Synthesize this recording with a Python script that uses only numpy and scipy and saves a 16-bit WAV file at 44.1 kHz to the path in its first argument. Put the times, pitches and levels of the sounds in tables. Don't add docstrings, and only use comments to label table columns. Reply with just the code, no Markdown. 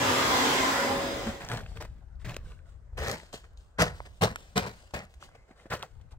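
import sys
import numpy as np
from scipy import signal
from scipy.fft import rfft, irfft, next_fast_len
from scipy.io import wavfile
from scipy.ndimage import uniform_filter1d

SR = 44100
rng = np.random.default_rng(int(sys.argv[2]) if len(sys.argv) > 2 else 0)


def invert_db(x):
    u = np.asarray(x, float) / 20
    return 10 ** u


def unload_audio(sound):
    columns = np.transpose(np.atleast_2d(sound))
    steps = np.round(np.clip(columns, -1, 1) * 32767)
    wavfile.write(sys.argv[1], SR, steps.astype(np.int16))


N = 272538


def rms_one(x):
    return x / np.sqrt(np.mean(x ** 2) + 1e-20)


def in_time(rows):
    s, *columns = np.transpose(rows)
    return [np.interp(np.arange(N) / SR, s, column) for column in columns]


def at_hz(points, hz):
    point_hz, values = np.transpose(points)
    return np.interp(np.log(hz), np.log(point_hz), values)


def drift(rate_hz, n):
    r = np.exp(-40 * np.pi * rate_hz / SR)
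    white = rng.standard_normal(n // 20 + 2002)
    slow = signal.lfilter([1], [1, -2 * r, r * r], white)[2000:]
    return np.interp(np.arange(n) / 20, np.arange(len(slow)), rms_one(slow))


def band(x, low_hz, high_hz):
    return signal.sosfilt(signal.butter(2, [low_hz, high_hz], "band", fs=SR, output="sos"), x)


def ring(x, hz, width_hz):
    r = np.exp(-np.pi * width_hz / SR)
    poles = [1, -2 * r * np.cos(2 * np.pi * hz / SR), r * r]
    return signal.lfilter([(1 - r * r) / 2, 0, (r * r - 1) / 2], poles, x)


def evened(x, span_s):
    power = uniform_filter1d(np.mean(x ** 2, axis=0), size=round(span_s * SR))
    return x / (power + .05) ** .35


def coloured(sources, spectrum, likeness, registers_hz, patchy_db, flicker_hz):
    out = np.zeros((len(registers_hz) + 1,) + sources.shape[1:])
    edges_hz = 16 * 2 ** np.arange(0, 10.1, 1 / 3)
    for k, (low, high) in enumerate(zip(edges_hz, edges_hz[1:])):
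        hz = np.sqrt(low * high)
        if spectrum[0][0] < hz < spectrum[-1][0]:
            mid, side = band(sources[k % 2], low, high)
            alike = np.clip(at_hz(likeness, hz), -.99, .99)
            gain = invert_db(at_hz(spectrum, hz) + patchy_db * drift(flicker_hz, len(mid)))
            pair = np.sqrt(1 + alike) * mid + np.sqrt(1 - alike) * side * [[1], [-1]]
            out[np.searchsorted(registers_hz, hz)] += gain * pair
    return [part / np.sqrt(np.mean(part.mean(axis=0) ** 2) + 1e-20) for part in out]


def echoed(x, t60_s, wet_db, hold_s):
    n, hop = x.shape[-1], round(hold_s * SR)
    t = np.arange(round(t60_s * SR)) / SR
    out = np.pad(x, ((0, 0), (0, 0), (0, 3 * hop + len(t))))
    padded = np.pad(x, ((0, 0), (0, 0), (hop, 2 * hop)))
    for i in range(0, n + hop, hop):
        piece = padded[..., i:i + 2 * hop]
        piece = piece * np.sqrt(np.hanning(piece.shape[-1]))
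        tail = rng.standard_normal(x.shape[:2] + t.shape) * invert_db(-60 * t / t60_s)
        tail = tail / np.sqrt(np.sum(tail ** 2, axis=-1, keepdims=True))
        wet = signal.fftconvolve(piece, tail, axes=-1)
        skip = max(hop - i, 0)
        out[..., i - hop + skip:i - hop + wet.shape[-1]] += invert_db(wet_db) * wet[..., skip:]
    return out[..., :n]


def wind():
    # start_s, buffet_db, left_over_right_db
    gust_rows = [(1.26, -42, 0), (1.39, -56, -8), (1.63, -42, 5), (1.89, -49, 4), (2.07, -54, 7),
                 (2.22, -47, 12.5), (2.49, -43, -5.5), (2.56, -53, 6.5), (2.92, -52, 4), (3.02, -38.5, 7),
                 (3.09, -57.5, 3), (3.8, -58, 3), (3.91, -49.5, -6), (4.74, -60, 4.5), (5.14, -60, -2),
                 (5.86, -68, -1), (5.95, -53.5, 12), (6.18, -52.5, 4.5)]
    # freq_hz, level_db (per Hz)
    buffet_spectrum = [(8.8, -37), (15, -12), (43, -1), (70, -2), (114, -13), (184, -27.5), (275, -59.5),
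                       (300, -96), (390, -65), (660, -120)]
    # freq_hz, level_db (per Hz)
    field_spectrum = [(120, -29.5), (200, 0), (254, 4.5), (612, 9.5), (851, 2), (1500, 2.5), (2700, -17.5),
                      (7680, -17), (11500, -22.5), (16000, -24)]
    field_db = -70
    buffet_db, pan_db = in_time(gust_rows)
    fade_in = np.clip((np.arange(N) / SR - .7) / 0.84, 0, 1)
    white = rng.standard_normal((2, 2, N))
    buffet, = coloured(white, buffet_spectrum, [(20, .85), (300, .9)], [], patchy_db=2.0, flicker_hz=8.0)
    hush, = coloured(white, field_spectrum, [(200, .5), (1500, .1), (16000, .1)], [],
                     patchy_db=2.2, flicker_hz=10.0)
    gusts = invert_db(buffet_db + 3.5 + 1.9 * drift(15.0, N) + pan_db * np.array([[.5], [-.5]]))
    return fade_in * (gusts * evened(buffet, 0.059) + invert_db(field_db) * hush)


def swells(rows, n):
    edge_db_per_s, node_db = 249, -28
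    t = np.arange(n) / SR
    tops = []
    for start, end, db in rows:
        outside_s = np.maximum(np.maximum(start - t, t - end), 0)
        tops.append(db - edge_db_per_s * outside_s)
    return np.maximum(np.max(tops, axis=0), node_db + min(db for *_, db in rows) / 2)


def booms(n):
    # start_s, end_s, level_db (above the roar), pitch_hz, width_hz
    hums = [(-.05, .22, -5.5, 262, 30), (.33, 0.734, -7.5, 258, 32), (0.827, .95, -4, 255, 30),
            (1.065, 1.175, -6.5, 258, 30), (-.05, .13, -7, 110, 60), (.1, 0.22, -3, 1200, 72),
            (0.265, .46, -6, 1040, 53), (0.635, 0.694, 2, 1030, 50), (0.32, 0.22, -3.5, 800, 44),
            (.42, 0.57, -7, 860, 56), (0.91, 0.932, 1, 810, 50), (0.37, 0.33, -5.5, 470, 40),
            (0.455, 0.61, -7, 465, 35), (.56, 0.66, -8, 2150, 90), (.72, 0.82, -6.5, 1400, 60)]
    alike_below_hz = 700.0
    out, noise = 0, rng.standard_normal((2, n))
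    for start, end, db, hz, width in hums:
        mid, side = ring(ring(noise, hz, width), hz, width)
        pair = mid + min((hz / alike_below_hz) ** 2, 1) * side * [[1], [-1]]
        steady = evened(pair / np.sqrt(np.mean(mid ** 2)), 0.022)
        out = out + invert_db(swells([(start, end, db)], n)) * steady
    return out


def rotor_tones(roar_db, n):
    # time_s, turns_per_s
    shaft_speed = [
        (0, 554.2),
        (1.0, 554.2),
        (1.2, 555.4),
        (1.4, 556.0),
    ]
    # start_s, end_s, level_db (above the roar)
    shaft_swells = [(-.05, .2, -8), (.27, .36, -11), (.54, .68, -12.5), (.76, 1.4, -3.5)]
    # start_s, end_s, level_db (above the roar)
    blade_swells = [(.06, .17, -18), (.3, .55, -22.5), (.55, .88, -16), (.88, 1.0, -18), (1.0, 1.12, -16),
                    (1.12, 1.27, -20.5)]
    # start_s, end_s, level_db (above the roar)
    whistle_swells = [(.06, .2, -20.5), (.2, .27, -27), (.33, .51, -23), (.53, .67, -28), (.73, .81, -26.5),
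                      (.87, .98, -27.5), (1.03, 1.194, -29), (1.3, 1.42, -29)]
    # time_s, shaft_db, blade_db, whistle_db
    tone_pan = [(0, 14, -3, -9), (.2, 10, 0, -8), (.3, -3, -3, -6), (.55, -12, -3, -8), (.75, -2, -12, -10),
                (1.15, 0, -10, 0)]
    blades, waver_db = 9, 1.6
    speed = in_time(shaft_speed)[0][:n] * (1 + 0.000093 * drift(1.6, n))
    turn = 2 * np.pi * np.cumsum(speed) / SR
    orders, lags = [1, blades, 2 * blades], [.2, 1.0, 1.0]
    tones = invert_db(roar_db - 34) * np.sin(3 * blades * turn)
    for order, lag, rows, pan_db in zip(orders, lags, [shaft_swells, blade_swells, whistle_swells],
                                        in_time(tone_pan)):
        level = invert_db(roar_db + swells(rows, n) + 0.3 + waver_db * drift(8.0, n))
        pan = np.sqrt(8) / (1 + invert_db(pan_db[:n] * np.array([[-1], [1]])))
        tones = tones + pan * level * np.sin(order * turn + lag * np.array([[.5], [-.5]]))
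    return tones


def vacuum():
    # time_s, roar_db
    suction = [
        (0.0, -31.5),
        (0.45, -29.5),
        (0.75, -33),
        (1.0, -33.5),
        (1.25, -39),
        (1.36, -45),
        (1.48, -59),
    ]
    # freq_hz, level_db (per Hz)
    air_spectrum = [(18, -37.5), (30, -17.5), (93, -7), (194, -8.5), (259, -9.5), (512, -6), (554, -7.5),
                    (740, -3), (1040, 1.5), (1160, -2), (1860, -2), (2750, -12), (7470, -20.5),
                    (10800, -35), (16000, -27)]
    # pitch_hz, width_hz, level_db
    casing = [(258, 26, 1.5), (290, 43, 0), (350, 27, 0.5), (630, 21, -2.5), (469, 53, 0.5),
              (846, 13, -5.5), (1040, 70, -1), (1430, 20, -4.5), (2040, 200, -3.5), (3400, 300, -8),
              (7400, 240, -4.5)]
    # freq_hz, likeness
    room_likeness = [(60, .95), (130, .93), (290, .93), (640, .45), (1400, 0), (15000, 0)]
    rush_over_roar_db, hiss_over_roar_db = 1, -3
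    turn_away_s, turn_s, dulling_db = 0.81, 0.18, 5.5
    n = round(suction[-1][0] * SR) + 2000
    gate = np.clip((n - np.arange(n)) / 4000, 0, 1)
    roar_db = in_time(suction)[0][:n]
    dull_db = dulling_db * np.clip((np.arange(n) / SR - turn_away_s) / turn_s, 0, 1)
    white = echoed(rng.standard_normal((2, 2, n)), .2, 0.96, hold_s=0.1204)
    white = white + sum(invert_db(db) * ring(white, hz, width) for hz, width, db in casing)
    roar, rush, hiss = coloured(white, air_spectrum, room_likeness, [750, 2500],
                                patchy_db=0.82, flicker_hz=2.1)
    air = evened(roar, 0.08) + booms(n)
    air = air + invert_db(rush_over_roar_db - dull_db) * rush
    air = air + invert_db(hiss_over_roar_db - dull_db) * hiss
    cleaner = invert_db(roar_db) * air + rotor_tones(roar_db, n)
    return np.pad(cleaner * gate, ((0, 0), (0, N - n)))


def bumps():
    # peak_s, half_length_s, peak_db, pitch_hz
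    bump_rows = [(1.283, 0.011, -26, 221), (1.536, 0.021, -30.5, 116.5), (2.171, 0.0088, -38.5, 59),
                 (2.301, 0.025, -37.5, 117), (2.94, 0.0089, -34, 57), (3.016, .015, -31, 75),
                 (3.452, 0.021, -46, 55), (3.586, 0.016, -42.5, 55), (3.82, 0.013, -23.5, 158.6),
                 (3.939, 0.0095, -36, 76), (4.241, 0.012, -21.5, 105), (4.58, 0.011, -28.5, 189),
                 (4.952, 0.0083, -33, 68.5), (5.176, 0.0075, -41, 57.6), (5.728, 0.0064, -44, 90)]
    t = np.arange(N) / SR
    out = np.zeros(N)
    for s, half, db, hz in bump_rows:
        out += invert_db(db) * np.exp(-.5 * ((t - s) / half) ** 2) * np.sin(2 * np.pi * hz * (t - s))
    return out


def whirs():
    # middle_s, half_length_s, level_db, pitch_hz, width_hz
    short_noises = [(4.82, .08, -69, 567, 80), (3.07, .09, -44, 540, 140), (2.47, .02, -63, 1550, 160),
                    (2.522, .018, -63, 1500, 160), (2.52, .015, -64, 1150, 120), (2.59, .018, -64, 1520, 130),
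                    (2.68, .025, -69, 1400, 200), (2.675, .015, -65, 600, 120), (2.12, .03, -73, 1450, 120),
                    (2.03, .015, -64, 700, 250), (1.53, .03, -48, 1500, 400), (3.343, .006, -52, 4000, 1500),
                    (3.345, .012, -46, 420, 150), (3.81, .025, -34, 1500, 500), (3.815, .025, -33, 780, 250),
                    (4.365, .008, -52, 2600, 900), (5.37, .085, -73, 2060, 110), (5.29, .008, -62, 1560, 250),
                    (5.6, .008, -63, 2000, 200), (5.575, .007, -66, 1100, 200), (5.725, .012, -37, 1350, 600),
                    (5.752, .006, -44, 600, 250), (5.84, .012, -48, 700, 300), (5.0, .03, -52, 2000, 400),
                    (4.95, .012, -46, 1600, 300), (5.36, .015, -62, 500, 150), (6.14, .012, -62, 700, 300),
                    (3.04, .04, -48, 1500, 700), (3.36, .04, -64, 13500, 3000), (5.745, .03, -57, 12000, 5000),
                    (5.735, .02, -44, 300, 150), (5.727, .0015, -33, 1600, 1500), (5.732, .0015, -35, 1000, 900),
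                    (5.765, .002, -44, 1500, 1200), (5.823, .0015, -45, 1500, 1200),
                    (1.561, .0015, -41, 1800, 1500), (1.59, .002, -42, 1500, 1200), (1.81, .002, -48, 5000, 3000),
                    (1.773, .003, -50, 2500, 1800), (1.664, .002, -48, 2200, 1500)]
    out, noise = np.zeros(N), rng.standard_normal(N)
    for s, half, db, hz, width in short_noises:
        first = round((s - 2 * half) * SR) - 1000
        span = np.arange(first, min(round((s + 2 * half) * SR), N))
        creak = rms_one(ring(ring(noise[span], hz, width), hz, width))
        out[span] += invert_db(db) * np.exp(-((span / SR - s) / half) ** 4) * creak
    return out


def cracks():
    # start_s, ring_db, pitch_hz, snap_db
    snaps = [(1.449, -34, 6000, -48), (1.488, -44, 5000, -25.5), (1.516, -23.5, 1430, -23),
             (1.605, -31, 1490, -46), (1.418, -32, 2450, -44), (1.478, -49, 9000, -48),
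             (1.535, -36, 12500, -32), (1.572, -30, 3000, -34), (1.81, -42, 4500, -40),
             (2.2499, -40, 2500, -38), (2.2948, -37, 2500, -34), (3.074, -36, 9500, -28),
             (3.128, -32, 11000, -34), (3.145, -39, 5530, -38), (3.794, -18, 1470, -26),
             (3.806, -30, 5900, -20), (4.2208, -29, 930, -15), (4.238, -22, 3500, -17),
             (4.675, -50, 4950, -49), (4.992, -39, 4500, -42), (5.052, -49, 7000, -55.5),
             (5.703, -41, 3550, -34), (5.752, -32, 2960, -33), (4.79, -59, 13000, -54),
             (1.769, -39, 910, -50), (1.824, -46, 1450, -27), (1.851, -37, 700, -50),
             (2.3434, -38, 2600, -33), (2.3658, -24, 540, -20.5), (2.989, -32, 5100, -42),
             (3.083, -35, 6130, -21), (3.097, -29, 900, -21), (3.114, -38, 5560, -16),
             (3.265, -52, 5000, -52), (3.34, -27.5, 387, -41), (3.8221, -26, 910, -8),
             (4.059, -58, 1000, -53), (4.3588, -24.5, 1420, -23.5), (4.578, -24, 504, -9.5),
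             (4.941, -24.5, 577, -35), (4.909, -52, 905, -48), (5.107, -60, 3500, -59),
             (5.14, -58, 3860, -43), (5.144, -61, 6000, -47), (5.291, -60, 9000, -54),
             (3.533, -59, 9000, -58), (5.8267, -27, 2600, -26)]
    # start_s, ring_db, pitch_hz
    knocks = [(2.155, -59, 3670), (1.635, -38, 1480), (3.02, -39, 5000), (3.05, -36, 5200),
              (3.156, -35, 2500), (3.17, -35, 1800), (3.2, -34, 2000), (4.074, -60, 1800),
              (4.145, -55, 3500), (4.386, -50, 4000), (5.004, -28, 1210), (5.018, -38, 1800),
              (5.034, -37, 1090), (5.067, -52, 1000), (5.315, -52, 1200), (5.493, -44, 500),
              (5.809, -37.5, 1490), (2.464, -52, 2000), (2.52, -47, 2520), (2.591, -49, 1520),
              (2.658, -58, 1430), (1.95, -65, 630), (1.978, -60, 740), (1.661, -38.5, 1510),
              (1.718, -40, 900), (1.808, -33.5, 915), (2.217, -49, 1510), (2.931, -46, 600),
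              (3.232, -37.5, 530), (3.442, -40, 1510), (3.574, -44.5, 3980), (3.608, -53, 3660),
              (3.881, -29, 2500), (4.0035, -23, 900), (4.279, -23, 1090), (4.656, -28, 1030),
              (4.667, -29, 600), (4.835, -47, 555), (5.226, -34, 1220), (5.29, -44, 795),
              (5.351, -40.5, 560), (5.508, -35, 270), (5.656, -31, 340), (5.666, -41, 500),
              (5.7205, -19, 790), (5.738, -18, 674), (5.8316, -25, 930), (5.6, -45, 1500),
              (5.635, -63, 5000), (6, -48, 807), (6.012, -54, 2500)]
    snap_t60_s, knock_t60_s = 0.014, 0.010
    knock_snap_db, ring_trim_db = -30, -3
    ring_tilt = 0.28
    fizz_share, snap_top_hz = 0.32, 15000
    out, t = np.zeros((2, N + 3000)), np.arange(3000) / SR
    rows = [row + (snap_t60_s,) for row in snaps]
    rows += [(s, db, hz, db + knock_snap_db, knock_t60_s) for s, db, hz in knocks]
    noise = rng.standard_normal((len(rows), 3, 3000))
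    for (s, ring_db, hz, snap_db, t60), (both, *own) in zip(rows, noise):
        t60 = np.clip(t60 * (1000 / hz) ** ring_tilt, .003, .06)
        rough = 0.77 * rms_one(ring(ring(both, hz, hz), hz, hz))
        tone = (rough - np.sin(2 * np.pi * hz * t)) * invert_db(ring_db - 60 * t / t60)
        spike = -np.exp(-((t - .0002) / .00005) ** 2)
        fizz = fizz_share * (.9 * both + .4 * np.array(own)) * invert_db(-60 * t / .015)
        crack = invert_db(ring_trim_db) * band(tone, hz / 3.0, min(4.0 * hz, 17000))
        crack = crack + invert_db(snap_db + 2) * band(spike + fizz, 700, snap_top_hz)
        out[:, round(s * SR):][:, :3000] += crack
    return out[:, :N]


def contacts():
    # start_s, swell_s, crunch_db, t60_s,
    # thump_db (above crunch)
    scrapes = [(1.265, 0.015, -36.5, 0.2, 2.5), (1.93, 0.063, -76, .3, 19), (1.40, 0.0088, -42.5, 0.8, -3),
               (1.484, 0.047, -36, 0.29, -2), (1.53, 0.048, -43, 0.27, 2), (1.754, 0.018, -46, 0.089, -1),
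               (1.799, 0.018, -41.5, 0.15, -9), (1.84, 0.012, -47.5, .05, -8),
               (2.243, 0.006, -43, 0.38, 3.5), (2.278, 0.017, -42.5, 0.31, 1),
               (2.97, 0.015, -37.5, 0.31, -3), (2.99, 0.051, -34.5, 0.31, -8),
               (3.05, 0.053, -32.5, 0.23, -4), (3.1, 0.044, -37, 0.1, -2), (4.209, 0.0059, -29, 0.14, 2),
               (4.3, 0.012, -47.5, .14, 10.5), (4.645, 0.028, -38.5, 0.2, -1.5),
               (5.025, 0.017, -51, 0.061, 1.5), (5.699, 0.0095, -39.5, 0.31, -4),
               (5.822, 0.008, -42, 0.07, -12), (5.835, 0.018, -51, 0.077, -0.5)]
    # start_s, swell_s, crunch_db, t60_s, spray_db (above crunch)
    rustles = [(1.66, 0.035, -59.5, 1, -2.5), (2.19, 0.032, -63, .15, -4), (2.363, 0.0059, -57, 0.12, -10),
               (2.42, 0.078, -60.5, 0.4, -3.5), (2.64, 0.058, -70, 0.39, -2),
               (2.915, 0.054, -68, 0.17, -13), (3.16, 0.013, -52, 0.56, -2),
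               (3.324, 0.019, -45.5, 0.17, 1.5), (3.36, .017, -61, 0.5, -2), (3.43, 0.021, -56, 0.088, -11),
               (3.568, .0077, -76, 0.6, 8), (4.05, 0.013, -49, 0.089, -8.5), (4.135, 0.03, -77, 0.77, 6),
               (5.198, 0.045, -53, 0.18, -2), (5.28, 0.069, -64, 1, -11), (5.345, .01, -53.5, 0.063, -10),
               (5.469, 0.033, -62, 0.32, -11.5), (5.55, 0.059, -60, 0.45, -7),
               (5.99, 0.017, -73, 0.32, -17.5), (6.105, 0.019, -61.5, 0.073, -2),
               (4.72, 0.081, -66, 1, 0.5), (2.5, 0.022, -57.5, 0.072, -10), (5.507, .005, -52, .06, -19),
               (5.654, .005, -51, .06, -18), (6.009, .005, -63, .05, -6)]
    # start_s, swell_s, crunch_db, slide_after_s, slide_db (above the beat)
    beats = [
        (3.783, 0.037, -20, 0.063, -15),
        (4.216, 0.02, -19, 0.046, -19),
        (4.555, 0.025, -22.5, 0.054, -13.5),
        (4.935, 0.01, -31.5, 0.021, -8),
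        (5.709, 0.03, -33, 0.073, -17),
    ]
    scrape_spray_db, rustle_thump_db, rustle_fizz_db = -9, -5, -6
    rows = [row + (scrape_spray_db, 0) for row in scrapes]
    rows += [row[:-1] + (rustle_thump_db, row[-1], rustle_fizz_db) for row in rustles]
    slide_swell_s = 0.021
    for s, swell, db, after, slide_db in beats:
        beat = (s, swell, db, 0.13, -3.5, -8.5, 0)
        slide = (s + after, slide_swell_s, db + slide_db, 0.24, -2, -11.5, -3.5)
        trickle = (s + .15, slide_swell_s, db - 37.5, 1.0, -1, -3, -3)
        rows += [beat, slide, trickle]
    return rows


def pressure():
    touch_share, touch_longest_s = 0.29, .04
    sheen_base_db, sheen_per_db = -5.5, -0.1157
    fizz_base_db, fizz_per_db = -4.5, -0.12
    t, power = np.arange(0, N + 20, 20) / SR, 0
    for s, swell, db, t60, thump_db, spray_db, fizz_db in contacts():
        touch = np.clip((t - s) / np.clip(touch_share * swell, .004, touch_longest_s), 0, 1)
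        rise_db = -7 * (1 - (t - s) / swell)
        fall_db = -60 * (t - s - swell) / t60
        shape_db = np.minimum(np.where(t < s + swell, rise_db, fall_db), 0)
        sheen_db = spray_db + sheen_base_db + sheen_per_db * (db + 39)
        finest_db = spray_db + fizz_db + fizz_base_db + fizz_per_db * (db + 38.5)
        registers_db = np.array([[thump_db], [0], [spray_db], [sheen_db], [finest_db]])
        power = power + (touch * invert_db(db + shape_db + registers_db)) ** 2
    return [np.interp(np.arange(N) / SR, t, np.sqrt(p)) for p in power]


def grains(per_s, spread_db, bed):
    born = rng.random(N) < per_s * invert_db(4.0 * drift(80, N)) / SR
    sizes = born * invert_db(spread_db * np.minimum(rng.exponential(1, N), 4.0))
    burst = signal.lfilter([1], [1, -.93], sizes)
    lumps = invert_db(1.0 * drift(90, N))
    strength = lumps * (rms_one(burst) + bed) / (bed + 0.46)
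    breaks = strength * rng.standard_normal((2, 2, N))
    return echoed(breaks, .025, -3.0, hold_s=0.11)


def strokes():
    # freq_hz, level_db (per Hz)
    crunch_spectrum = [(50, -4.5), (110, 0), (180, -2.5), (330, -15.5), (500, -7.5), (1000, -15),
                       (2000, -15), (2700, -22), (4500, -25.5), (7500, -33.5), (9200, -35), (11600, -35.5),
                       (16500, -28.5)]
    # freq_hz, likeness
    field_likeness = [(100, 1), (500, 0.88), (2000, 0.65), (6000, 0.29), (14000, 0.13)]
    hard_bed, soft_bed, soft_below_db = 1.35, 3.4, -45.5
    gains = pressure()
    crunch_db = 20 * np.log10(gains[1] + 1e-9)
    soft = np.clip((soft_below_db - crunch_db) / 10, 0, 1)
    source = grains(900, 4.0, hard_bed + (soft_bed - hard_bed) * soft)
    layers = coloured(source, crunch_spectrum, field_likeness, [300, 2500, 6000, 9500],
                      patchy_db=1.0, flicker_hz=40.0)
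    nearer_left = invert_db([[.7], [-.7]])
    return nearer_left * sum(gain * evened(layer, .03) for gain, layer in zip(gains, layers))


def lead_left(x):
    # time_s, lag_samples
    left_lead = [(1.5, 4.5), (2.3, 1.9), (3.0, 7.2), (3.8, 7.7), (4.6, 10.8), (5.0, 8.8), (5.7, 3.6)]
    late = np.interp(np.arange(N) - in_time(left_lead)[0], np.arange(N), x[1])
    return np.array([x[0], late])


def shelved(x):
    shelf_hz, shelf_db, slope_hz = 9070, -6.5, 800.0
    n = next_fast_len(N + 2000)
    over = np.clip((np.arange(n // 2 + 1) * SR / n - shelf_hz) / slope_hz + .5, 0, 1)
    return irfft(rfft(x, n) * invert_db(shelf_db * over), n)[:, :N]


def scene():
    broom = lead_left(strokes() + cracks() + whirs())
    return vacuum() + bumps() + shelved(broom + wind())


def band_limit(x):
    return signal.sosfilt(signal.butter(12, 16000, fs=SR, output="sos"), x)


def record(dry):
    top_hz = 15760
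    cut = signal.sosfilt(signal.ellip(10, .5, 60, top_hz, fs=SR, output="sos"), dry)
    mix = cut * np.clip((N - np.arange(N)) / 300, 0, 1)
    return band_limit(mix)


dry = scene()
out = record(dry)
unload_audio(out)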